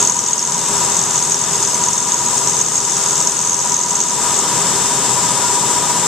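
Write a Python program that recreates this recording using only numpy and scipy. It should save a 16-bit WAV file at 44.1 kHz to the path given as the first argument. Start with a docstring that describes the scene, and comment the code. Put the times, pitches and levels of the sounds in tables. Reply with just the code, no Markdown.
"""A milling machine cuts an aluminium bar with a two-flute cutter under a jet of coolant.
The flutes (cutting edges) squeak as they bite, once or twice a turn, and run clear after four seconds.
The jet hisses on the spinning tool; the drive rumbles and whines, throbbing with each lap of its belt.
The squeaks push an automatic volume control down, so the steady machine swells whenever the cut eases."""
import sys
import numpy as np
from scipy import signal
from scipy.fft import rfft, irfft, next_fast_len
from scipy.io import wavfile
from scipy.ndimage import uniform_filter1d

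SR = 44100
rng = np.random.default_rng(int(sys.argv[2]) if len(sys.argv) > 2 else 0)


def generate_wav(signal):
    """Clip the signal to [-1, 1] and save it as 16-bit WAV at the path in sys.argv[1]."""
    frames = np.transpose(np.atleast_2d(signal))
    scaled = np.clip(frames, -1, 1) * 32767
    pcm = np.round(scaled).astype(np.int16)
    wavfile.write(sys.argv[1], SR, pcm)


N = 267687
TIME = np.arange(N) / SR
SPINDLE_HZ, BELT_HZ = 42.51, 15.163   # cutter turns and belt laps per second
FIRST_BITE_S, FIRST_THROB_S = .004, .0352

# Levels in the tables are relative, not final loudness.
# how hard the leading flute bites; it eases in short lulls, then runs clear: time_s, level_db
LEADING_FLUTE = [(0, -7.5), (0.1, -4.5), (0.25, -7), (0.53, -9), (0.86, -17), (0.96, -8.5), (1.3, -7),
                 (1.62, -6), (1.71, -10), (1.84, -7.5), (2.14, -6), (2.35, -13), (2.5, -7), (3.04, -7.5),
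                 (3.14, -10), (3.32, -5), (3.62, -10.5), (3.8, -8.5), (4.08, -9.5), (4.2, -21), (4.6, -28)]
# the trailing flute takes a thinner chip until near the end of the bar: time_s, level_db
TRAILING_FLUTE = [(0, -12), (0.9, -17), (1.2, -11.5), (1.4, -18), (2.7, -11), (3.39, -17), (3.49, -3),
                  (3.7, -13), (4.05, -7), (4.25, -21), (4.36, -11), (4.6, -26)]
# the loudest squeaks, where a chip snags on a flute: time_s, level_db, pitch_hz
CHIP_SNAGS = [(0.051, -5, 6350), (0.0748, 1, 6450), (0.0983, 0, 6400), (0.168, -1.5, 6560),
              (0.192, 1.5, 6300), (0.333, 0.5, 6570), (0.3935, -3, 5880), (0.522, -2, 6460),
              (0.545, -2, 6530), (0.9214, -4.5, 6500), (0.945, -8.5, 6510), (1.18, -4.5, 6280),
              (1.2266, -1.5, 6440), (1.6273, -1, 6500), (1.8385, -1, 6580), (1.98, -3, 6300),
              (2.027, -2, 6570), (2.1208, -2, 6560), (2.497, -3.5, 6340), (2.5685, -3.5, 6300),
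              (2.6145, 0.5, 6370), (3.474, -1.5, 6400), (3.5448, -1.5, 6200), (3.7435, -2, 6350),
              (3.7668, 0, 6440), (3.7915, -1, 6430), (3.8135, 0.5, 6600), (3.8368, -4.5, 6480),
              (3.908, -4.5, 6480), (4.004, 2, 6600), (4.014, -1.5, 6420), (4.1079, -4.5, 6270)]
# force of the jet on the tool, heard as hiss: time_s, level_db
JET_FORCE = [(0, -17), (0.25, -16.5), (0.85, -17), (2.25, -16), (3.2, -15.5), (3.7, -16), (4.4, -17),
             (6.07, -17.5)]
# tone colour of the jet: frequency_hz, level_db
JET_SPECTRUM = [(700, -29), (2300, -48), (4000, -22.5), (4800, -18), (5700, -12), (6500, -6.5),
                (6850, -8.5), (7150, -1.5), (7700, 1.5), (8100, -2), (8700, -9.5), (9500, -13.5),
                (10400, -20.5), (14000, -31)]
# ringing of tool holder, vice and guards under the jet: pitch_hz, width_hz, gain_db
METAL_RINGS = [(2950, 200, -11), (3630, 78, 7), (5000, 25, 9.5), (5350, 190, 4.5), (5600, 60, 4),
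               (6985, 30, 6.5), (7540, 50, 1.5), (7940, 48, -0.5)]
# tone colour of the drive's noise: frequency_hz, level_db
RUMBLE_SPECTRUM = [(25, -40), (45, -17), (80, -16.5), (125, -2), (175, -1.5), (290, -3.5), (400, -1.5),
                   (520, -4), (700, -6), (880, -1), (1060, -4), (1260, -2), (1340, -12), (1600, -7.5),
                   (2300, -13.5), (3000, -9.5), (4500, -12.5), (7000, -23)]
# steady tones of motor, pump and bearings, and lines beside the whine spaced by whole belt laps: pitch_hz,
# level_db
HUM_TONES = [(91, -50.5), (121, -51.5), (136.6, -45), (168.3, -41), (212.3, -47), (227.4, -48.5),
             (382.3, -50.5), (401, -38.5), (808, -43), (849.8, -47.5), (879.7, -45), (894.5, -48),
             (940.1, -41.5), (1046.3, -41), (1076.7, -44.5), (1137.3, -46.5), (1241, -42), (1276.2, -44.5),
             (1399, -41), (1516.3, -50.5), (1636.9, -60), (3467.7, -49.5), (3618, -45), (3634, -41.5)]
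# the whine swells as belt and pulleys drift in and out of step: rate_hz, first_peak_s, depth_db
BELT_SWELLS = [(0.565, 0.24, 2.0), (2.98, 0.18, 1.2)]
# the right microphone opening is shaded from the treble: frequency_hz, gain_db
RIGHT_SHADING = [(4500, -0.5), (6000, 0.5), (6800, 2.5), (7100, -10), (7700, -17), (9500, -14),
                 (11000, -18.5), (14000, -27)]


def from_db(db):
    """Turn decibels into a multiplier."""
    return 10 ** (np.asarray(db) / 20)


def rms_one(x):
    """Scale a signal to an average (rms) level of 1."""
    return x / np.sqrt(np.mean(x ** 2) + 1e-20)


def coloured(x, spectrum):
    """Shape lows and highs by rows of frequency_hz, gain_db."""
    size = next_fast_len(N + 2048)
    hz, db = np.transpose(spectrum)
    log_hz = np.log(np.fft.rfftfreq(size, 1 / SR) + 1)
    gain = from_db(np.interp(log_hz, np.log(hz), db))
    return irfft(rfft(x, size) * gain, size)[..., :N]


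def drift(rate_hz):
    """A smooth random wobble, about 1 in size."""
    step = 40   # samples per random value
    pole = np.exp(-2 * np.pi * rate_hz * step / SR)
    noise = rng.standard_normal(N // step + 2002)
    slow = signal.lfilter([1], [1, -2 * pole, pole * pole], noise)[2000:]
    return np.interp(np.arange(N) / step, np.arange(len(slow)), rms_one(slow))


def bump(u):
    """A smooth swell of height 1 and length about 1."""
    return 1 / np.cosh(2 * np.clip(u, -20, 20))


def wall_echo(x, fade_s, echo_db):
    """The metal walls throw back a short, dense echo, different on each side."""
    t = TIME[:SR // 4]
    tail = rng.standard_normal((2, len(t))) * from_db(-60 * t / fade_s) * (t > .002)
    tail /= np.sqrt(np.sum(tail ** 2, axis=1, keepdims=True))
    echo = signal.fftconvolve(np.broadcast_to(x, (2, N)), tail, axes=1)[:, :N]
    return x + from_db(echo_db) * echo


def bites(load, turn_share, spread_db, jitter_s=.0007, pitch_hz=6510, scatter_hz=150, length_s=.002016):
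    """One flute bites once a turn, as hard as its load. Rows: time_s, level_db, pitch_hz, length_s."""
    times = np.arange(FIRST_BITE_S + turn_share / SPINDLE_HZ, load[-1][0], 1 / SPINDLE_HZ)
    late, harder, higher = rng.uniform(-1, 1, (len(times), 3)).T
    levels = np.interp(times, *np.transpose(load)) + spread_db * harder
    pitches = pitch_hz + scatter_hz * higher
    rows = np.column_stack([times + jitter_s * late, levels, pitches, np.full(len(times), length_s)])
    nearest_snag_s = np.abs(times[:, None] - np.array(CHIP_SNAGS)[:, 0]).min(axis=1)
    return rows[nearest_snag_s > .004]   # a snag takes the place of a bite


def squeak(t, middle_hz, length_s, fall_hz, fall_s=.0013):
    """The chip squeaks over the flute, falling in pitch as it thickens."""
    pitch = middle_hz - fall_hz * np.tanh(t / fall_s)
    phase = rng.uniform(0, 2 * np.pi) + 2 * np.pi * np.cumsum(pitch) / SR
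    return np.sin(phase) * bump(t / length_s)


def cutting(snag_s=.001428, ring_hz=6612, ring_db=-6.5, ring_lag_s=.002, ring_s=.0041):
    """Every bite squeaks in its own way; the cutter springs back and rings at its own pitch."""
    leading = bites(LEADING_FLUTE, turn_share=0, spread_db=6.0)
    trailing = bites(TRAILING_FLUTE, turn_share=.5, spread_db=3.5)
    snags = [(*snag, snag_s) for snag in CHIP_SNAGS]
    chips, swing = np.zeros(N), np.zeros(N)
    for time_s, db, hz, length_s in np.vstack([snags, leading, trailing]):
        middle = int(time_s * SR)
        near = slice(max(middle - 600, 0), middle + 600)
        t = TIME[near] - time_s
        steepness, spring = rng.uniform(.3, 1.4, 2)
        chips[near] += from_db(db) * squeak(t, hz, length_s, fall_hz=720 * steepness)
        swing[near] += from_db(db + ring_db) * spring * bump((t - ring_lag_s) / ring_s)
    ring = swing * np.sin(2 * np.pi * ring_hz * TIME + drift(4.7))
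    torn = (chips + ring) * (1 + .14 * drift(400))   # the chip tears unevenly
    in_air = coloured(torn, [(4700, 29), (5550, 2), (8000, -3), (10000, -20)])
    return wall_echo(in_air, fade_s=.09, echo_db=-10)


def coolant_jet(boost_db=3.5, chop_db=.5, chop_lead_s=.0013, spatter_db=1.25, repeat_db=-12):
    """The jet hisses and spatters on the tool; each flute chops it just before biting."""
    chop = np.cos(4 * np.pi * SPINDLE_HZ * (TIME - FIRST_BITE_S + chop_lead_s))
    one_turn = rng.standard_normal((2, round(SR / SPINDLE_HZ)))
    every_turn = one_turn[:, np.arange(N) % one_turn.shape[1]]   # part of the rush repeats
    rush = rng.standard_normal((2, N)) + from_db(repeat_db) * every_turn
    rush *= from_db(chop_db * chop + spatter_db * drift(270))
    hiss = coloured(wall_echo(rush, fade_s=.11, echo_db=-6.5), JET_SPECTRUM)
    for hz, width_hz, gain_db in METAL_RINGS:
        band = signal.lfilter(*signal.iirpeak(hz, hz / width_hz, fs=SR), hiss)
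        hiss += (from_db(gain_db) - 1) * band
    force_db = np.interp(TIME, *np.transpose(JET_FORCE))
    return from_db(force_db + boost_db) * rms_one(hiss)


def drive_rumble(level_db=-22.5, rattle_db=-7):
    """Bearings and pump churn; the belt repeats its own rattle every lap."""
    one_lap = rng.standard_normal(round(SR / BELT_HZ))
    churn = rng.standard_normal(N) + from_db(rattle_db) * np.resize(one_lap, N)
    side = coloured(rng.standard_normal(N), [(30, -12), (120, -27), (600, -18), (1200, -13), (3000, -12)])
    stereo = churn + side * [[1], [-1]]   # opposite signs widen the sound
    return from_db(level_db) * rms_one(coloured(stereo, RUMBLE_SPECTRUM))


def drive_hum(boost_db=1.36, waver_db=3):
    """Motor, pump and bearings hum, and lines flank the belt whine, in tones that each waver a little."""
    hum = np.zeros(N)
    for hz, db in HUM_TONES:
        phase = 2 * np.pi * hz * TIME + rng.uniform(0, 2 * np.pi) + .35 * drift(2.4)
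        hum += from_db(db + boost_db + waver_db * drift(13.8)) * np.sin(phase)
    return np.sqrt(2) * hum


def belt_whine(level_db=-25, pitch_hz=970.5, throb=.9, stretch_hz=2.8, uneven_db=1.27):
    """The belt's teeth mesh in a tone that gets louder and higher once a lap, where the belt runs tight."""
    tightness = np.cos(2 * np.pi * BELT_HZ * (TIME - FIRST_THROB_S))
    pitch = pitch_hz + stretch_hz * tightness
    tone = np.sin(2 * np.pi * np.cumsum(pitch) / SR + .37 * drift(30))
    throbbing = tone * (1 + throb * tightness) * from_db(uneven_db * drift(37))
    swell_db = sum(db * np.cos(2 * np.pi * hz * (TIME - peak_s)) for hz, peak_s, db in BELT_SWELLS)
    return from_db(level_db + swell_db) * rms_one(throbbing)


def volume_control(x, threshold_db=-12, squeeze=.8, release_db_per_s=64, attack_s=.065, boost_db=.69):
    """Loud squeaks turn the whole sound down; it swells back in every lull."""
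    power = uniform_filter1d(np.mean(x ** 2, axis=0), size=40)
    excess_db = np.maximum(10 * np.log10(np.abs(power) + 1e-12) - threshold_db, 0)
    fall_db = release_db_per_s * TIME
    held_db = np.maximum.accumulate(excess_db + fall_db) - fall_db   # each peak sinks slowly
    pole = np.exp(-1 / (attack_s * SR))
    smooth_db = signal.lfilter([1 - pole], [1, -pole], held_db)
    return x * from_db(boost_db - squeeze * smooth_db)


def scene():
    """The steady drive fills the middle; cut and jet spread to both sides."""
    drive = drive_rumble() + drive_hum() + belt_whine()
    return drive + cutting() + coolant_jet()


def record(dry):
    """The right side is duller; the volume is controlled, peaks are clipped and the top treble is cut."""
    stereo = np.stack([dry[0], coloured(dry[1], RIGHT_SHADING)])
    clipped = np.clip(volume_control(stereo), -1, 1)
    treble_cut = signal.ellip(12, .1, 90, 14050, fs=SR, output="sos")   # above 14050 Hz
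    return signal.sosfilt(treble_cut, clipped)


dry = scene()
out = record(dry)
generate_wav(out)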